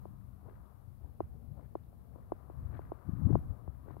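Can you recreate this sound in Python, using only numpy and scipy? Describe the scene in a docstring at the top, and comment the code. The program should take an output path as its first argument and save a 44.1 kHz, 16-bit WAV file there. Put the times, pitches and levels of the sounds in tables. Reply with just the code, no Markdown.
"""First comes a low rumble of air on a camera's two muffled microphone ports, over a far wash, a hum
and faint hiss. Dull handling knocks ring briefly in the case as someone carries it through grass,
past a silent, parked rail machine. The soft footsteps and the distance reach mostly the left port.
Moving air rumbles and thumps on each port by itself, with one strong gust near the end."""
import sys
import numpy as np
from scipy.fft import rfft, irfft, next_fast_len
from scipy.io import wavfile
from scipy.ndimage import map_coordinates

SR = 44100
rng = np.random.default_rng(int(sys.argv[2]) if len(sys.argv) > 2 else 0)


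def wav_out(sig):
    """Save sig, one row per channel (or a flat mono array), as 16-bit PCM at SR to the path in sys.argv[1]."""
    wavfile.write(sys.argv[1], SR, np.round(np.clip(np.atleast_2d(sig).T, -1, 1) * 32767).astype(np.int16))


N = 176400


def amp(db):
    """Decibels to gain."""
    return 10 ** (np.asarray(db) / 20)


def unit(x):
    """Scale to rms 1."""
    return x / np.sqrt(np.mean(x ** 2) + 1e-20)


def noise():
    """White noise."""
    return rng.standard_normal(N)


def curve(rows):
    """(t/s, value) points as one value per sample."""
    return np.interp(np.arange(N) / SR, *np.transpose(rows))


def wobble(rate):
    """A smooth random curve, rate knots a second."""
    return map_coordinates(rng.standard_normal(int(N * rate / SR) + 4), [np.arange(N) * rate / SR])


def swell(centre, half_s):
    """A bell-shaped rise and fall."""
    return np.exp(-((np.arange(N) / SR - centre) / half_s) ** 2)


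def bursts(rows, t60_s, rise_s=0.002):
    """Envelope of (t/s, level/dB) events that rise quickly and die away."""
    ages = [(np.maximum(np.arange(N) / SR - t, 0), db) for t, db in rows]
    return sum((1 - np.exp(-(age / rise_s) ** 2)) * amp(db - 60 * age / t60_s) for age, db in ages)


def filtered(x, response):
    """x through a complex response of frequency."""
    size = next_fast_len(N + 8192)
    return irfft(rfft(x, size) * response(np.fft.rfftfreq(size, 1 / SR)), size)[..., :N]


def coloured(x, spectrum):
    """x shaped by (f/Hz, relative level/dB) points, at rms 1."""
    hz, db = np.transpose(spectrum)
    return unit(filtered(x, lambda f: amp(np.interp(np.log(f + 1), np.log(hz), db))))


def lowpass(f, edge_hz):
    """Response of a causal third-order low-pass."""
    s = 1j * f / edge_hz
    return 1 / ((1 + s) * (1 + s + s * s))


def ring(f, modes, alternate):
    """Response of damped modes, in like or alternating polarity."""
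    return sum((-1) ** (k * alternate) * amp(db) * 1j * f * width / (hz * hz - f * f + 1j * f * width)
               for k, (hz, width, db) in enumerate(modes))


# Air flow right on each microphone port: t/s, level/dB
FLOW_LEFT = [(0.0, -46), (0.62, -52), (0.76, -55), (0.88, -49), (0.94, -51.3), (1.46, -47), (1.48, -42.5),
             (1.74, -52.5), (1.8, -49), (2.02, -53.5), (2.12, -47.5), (2.32, -52), (2.44, -51),
             (2.6, -41.5), (2.78, -41.5), (2.84, -44.5), (3.04, -55), (3.06, -39), (3.26, -24.5),
             (3.36, -24.5), (3.42, -39.5), (3.52, -35.5), (3.56, -50.5), (3.68, -40), (3.76, -48.5),
             (4.0, -42)]
FLOW_RIGHT = [(0.0, -82), (0.02, -55), (0.36, -66), (0.57, -53.5), (0.72, -73), (1.34, -54.5),
              (1.46, -63.8), (2.0, -59), (2.16, -65.3), (2.34, -49.5), (2.42, -67.5), (2.64, -47),
              (2.7, -59), (2.9, -42), (2.98, -76), (3.18, -65.5), (3.32, -48), (3.44, -39), (3.56, -66),
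              (4.0, -58.5)]
# Colour of the breeze on each port, and of a gust: f/Hz, relative level/dB
BREEZE_LEFT = [(20, -23.5), (32, -16), (45, -4.5), (65, 2.5), (95, -1), (135, -2), (170, -11), (225, -15),
               (290, -18.5), (370, -30.5), (480, -54.5), (2000, -100)]
BREEZE_RIGHT = [(20, -11), (32, -5.5), (55, 4.5), (80, 0.5), (130, -7), (220, -25.5), (310, -26.5),
                (450, -38.5), (1500, -69)]
GUST = [(20, -38), (32, -28), (50, -18), (90, 5.5), (160, 0), (250, -8.5), (340, -17), (430, -45),
        (1500, -100)]


def air_rumble(flow, breeze, lumps_db, gust_onset_db=-37, gust_range_db=22):
    """Moving air buffets one port: a lumpy rumble, brighter in a strong gust."""
    flow_db, eddies = curve(flow), noise()
    gust = np.clip((flow_db - gust_onset_db) / gust_range_db, 0, 1)
    rumble = (1 - gust) * coloured(eddies, breeze) + gust * coloured(eddies, GUST)
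    return amp(flow_db) * unit(rumble * amp(lumps_db * wobble(21.715)))


# Wash from far off, at the left port: t/s, low band level/dB, high band level/dB
WASH = [(0, -65, -67), (.25, -70, -72.5), (.65, -64.5, -65), (.95, -70.5, -76), (1.35, -63, -78.5),
        (1.85, -67.5, -76.5), (2.1, -64.5, -74.5), (2.4, -63, -66.5), (3.2, -62, -61.5), (3.55, -58.5, -66),
        (3.75, -65.5, -69), (4, -65, -68)]
# Colour of its two bands: f/Hz, relative level/dB
WASH_LOW = [(100, -11), (280, 2), (470, 1), (760, -0.5), (950, -12), (1300, -19), (2000, -36.5),
            (4000, -66.5)]
WASH_HIGH = [(400, -21), (800, -6), (1000, -1.5), (1200, -2), (1420, -10), (1700, -19.5), (2200, -31.5),
             (4000, -62)]


def far_wash():
    """A hollow wash, like far traffic: two bands of noise swell and fade."""
    t, low_db, high_db = np.transpose(WASH)
    low = amp(curve(np.c_[t, low_db])) * coloured(noise(), WASH_LOW)
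    high = amp(curve(np.c_[t, high_db])) * coloured(noise(), WASH_HIGH)
    return low + high


# Distant engine, at the left port: f/Hz, level/dB, loudest at t/s, half length/s
HUM = [(64.7, -60.5, 0.72, 4.6), (121.3, -60.5, 1.3, 2), (176.3, -62, 1.9, 0.46),
       (194.7, -58.5, 0.035, 0.67), (225, -61, 1.4, 0.33), (230.3, -67, 2.1, 0.99)]


def engine_hum(waver=0.0093):
    """A distant engine hums in low tones, each wavering in pitch and swelling by itself."""
    hum = np.zeros(N)
    for hz, db, centre, half_s in HUM:
        pitch_hz = hz * (1 + waver * wobble(8.7))
        tone = np.sqrt(2) * np.sin(2 * np.pi * np.cumsum(pitch_hz) / SR)
        hum += amp(db) * swell(centre, half_s) * tone
    return hum


# Noise floor of the microphones, ahead of each side's gain: t/s, level/dB
HISS = [(0.0, -79.5), (0.14, -82.5), (2.49, -82.5), (2.65, -80.5), (2.99, -82.5), (3.31, -78.5),
        (3.66, -83), (4.0, -81.5)]
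# Its colour in each microphone: f/Hz, relative level/dB
HISS_LEFT = [(100, -6), (2000, -5), (3000, -9.5), (4200, -11), (6500, -15.5), (9000, -10.5), (11000, -1.5),
             (13500, -0.5), (15700, -5)]
HISS_RIGHT = [(100, 11), (700, 4.5), (1500, 0), (3000, -4), (4200, -3.5), (6800, -9), (9000, -5),
              (11000, 1), (13500, 1), (15700, -7.5)]


def microphone_hiss(left_db=6.5, right_db=3):
    """Each microphone adds its own faint hiss."""
    left = amp(left_db) * coloured(noise(), HISS_LEFT)
    right = amp(right_db) * coloured(noise(), HISS_RIGHT)
    return amp(curve(HISS)) * np.array([left, right])


# Case modes at each port: f/Hz, width/Hz, relative level/dB
CASE_LEFT = [(347, 135, 17), (659.4, 236, 31.5), (1042, 213, 35.5)]
CASE_RIGHT = [(104, 79, 3.3), (338.3, 78, 16.9), (783, 280, 5), (1037, 520, 1)]
# Handling knocks on the case, right at the microphones: t/s, relative level/dB
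KNOCKS = [(0.0544, -15), (1.2046, 0), (1.7534, -3.6), (2.3199, -1), (2.499, -17), (2.792, -13),
          (2.9184, -6), (3.3539, 3.5), (3.677, -17.5), (3.9669, -18)]


def case_knocks(click_db=-38):
    """Each knock pushes the case once, with a faint contact click; the ports hear different modes."""
    blows = np.zeros(N)
    for t, db in KNOCKS:
        blows[round(t * SR)] = -amp(db)
    # The case passes little treble.
    left = filtered(blows, lambda f: ring(f, CASE_LEFT, alternate=True) * lowpass(f, edge_hz=332.4))
    right = filtered(blows, lambda f: ring(f, CASE_RIGHT, alternate=False) * lowpass(f, edge_hz=547))
    click = amp(click_db) * filtered(blows, lambda f: lowpass(f, edge_hz=2780) ** 2)
    return np.array([left + click, right + click])


# After-sound of a knock, at both ports: f/Hz, relative level/dB
TAIL_COLOUR = [(200, -10), (350, -2), (600, -3), (1150, -0.5), (1700, -6), (2500, -15.5), (6000, -48)]


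def knock_tails(gain_db=-66, right_db=-7):
    """A faint, diffuse after-sound follows each knock."""
    left = coloured(noise(), TAIL_COLOUR)
    right = amp(right_db) * coloured(noise(), TAIL_COLOUR)
    return amp(gain_db) * bursts(KNOCKS, t60_s=0.36) * np.array([left, right])


# Eddies straight onto the ports: t/s, f/Hz, left peak level/dB, right peak level/dB
THUMPS = [(.465, 112, -37.5, -66), (0.544, 81.4, -44, -44.5), (.885, 80, -38, -73),
          (1.048, 68.6, -35.5, -74), (1.244, 77, -43.5, -35), (1.333, 131, -66, -49), (1.52, 131, -34, -65),
          (2.631, 121, -35, -40), (2.663, 82, -28.5, -62), (3.095, 152, -22.5, -65), (3.092, 270, -29, -70),
          (3.137, 180, -28, -70.5), (3.259, 100, -16, -60), (3.272, 210, -19, -66), (3.306, 310, -19, -61),
          (3.335, 118.7, -16, -50), (3.511, 81, -24.5, -60)]


def air_thumps(half_cycles=0.93):
    """Single eddies hit the ports as low pushes of a cycle or two."""
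    ports = np.zeros((2, N))
    for t, hz, left_db, right_db in THUMPS:
        cycles = (np.arange(N) / SR - t) * hz
        push = np.cos(2 * np.pi * cycles) * np.exp(-(cycles / half_cycles) ** 2)
        ports += amp([[left_db], [right_db]]) * push
    return ports


# Steps in the grass below the camera: t/s, tread level/dB, swish level/dB, swish lag/s
STEPS = [(0.483, -52.5, -72.5, 0.044), (1.05, -58.5, -83, 0.013), (1.606, -55.5, -77.5, 0.019),
         (2.172, -56.5, -83, 0.042), (2.744, -55, -69, 0.016), (3.306, -47.5, -76.5, 0.012),
         (3.897, -52.5, -72.5, 0.011)]
# Small scuffs underfoot: t/s, tread level/dB, swish level/dB
SCUFFS = [(0.477, -57, -85), (1.927, -51, -90), (2.148, -68, -90), (2.74, -51, -54.5), (3.217, -44, -74),
          (3.320, -43.5, -70.5), (3.876, -54, -71), (3.898, -53, -81)]
# Nearby grass rustling between steps: t/s, level/dB
RUSTLE = [(0, -86), (.6, -89), (.9, -92.5), (2.1, -87.5), (2.45, -84.5), (2.75, -70.5), (3.0, -76),
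          (3.3, -73.5), (3.65, -85), (4, -84)]
# Tread and swish through the muffled ports: f/Hz, relative level/dB
TREAD_COLOUR = [(100, -22), (250, 2.5), (420, 0.5), (750, -5), (1100, -10.5), (1450, -22), (2000, -46),
                (4000, -66)]
SWISH_COLOUR = [(500, -18), (1100, -2), (1600, 4), (2100, -3.5), (2550, -12.5), (3200, -22), (4200, -22),
                (5500, -44), (12000, -72)]


def footsteps(grain_db=5, scuff_t60_s=0.069):
    """Each step is a soft, grainy tread and a swish of grass; a few scuffs stand out."""
    tread = bursts([(t, db) for t, db, _ in SCUFFS], scuff_t60_s)
    swish = bursts([(t, db) for t, _, db in SCUFFS], scuff_t60_s) + amp(curve(RUSTLE))
    for t, tread_db, swish_db, lag in STEPS:
        tread += amp(tread_db) * swell(t, half_s=0.042)
        swish += amp(swish_db) * swell(t + lag, half_s=0.055)
    crunch = lambda: noise() * amp(grain_db * wobble(250))
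    return tread * coloured(crunch(), TREAD_COLOUR) + swish * coloured(crunch(), SWISH_COLOUR)


# Stems close by, at leg height: t/s, level/dB
STEMS = [(.657, -78), (1.832, -73.5), (2.768, -71), (3.298, -81)]
# Colour of their ticks: f/Hz, relative level/dB
STEM_COLOUR = [(2000, -34), (3200, -6), (3900, 0), (4600, -10), (7000, -35)]


def stem_ticks():
    """Single grass stems strike the legs with short, thin ticks."""
    return bursts(STEMS, t60_s=0.035) * coloured(noise(), STEM_COLOUR)


def scene(right_port_db=-36):
    """Everything at the two microphones; the right one hardly hears the surroundings."""
    air = np.array([air_rumble(FLOW_LEFT, BREEZE_LEFT, lumps_db=1),
                    air_rumble(FLOW_RIGHT, BREEZE_RIGHT, lumps_db=-0.5)])
    surroundings = (footsteps() + stem_ticks() + far_wash() + engine_hum()) * amp([[0], [right_port_db]])
    return air + air_thumps() + case_knocks() + knock_tails() + surroundings + microphone_hiss()


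def record(dry, top_hz=15750):
    """The camera keeps nothing above its band limit."""
    return filtered(dry, lambda f: f < top_hz)


dry = scene()
out = record(dry)
wav_out(out)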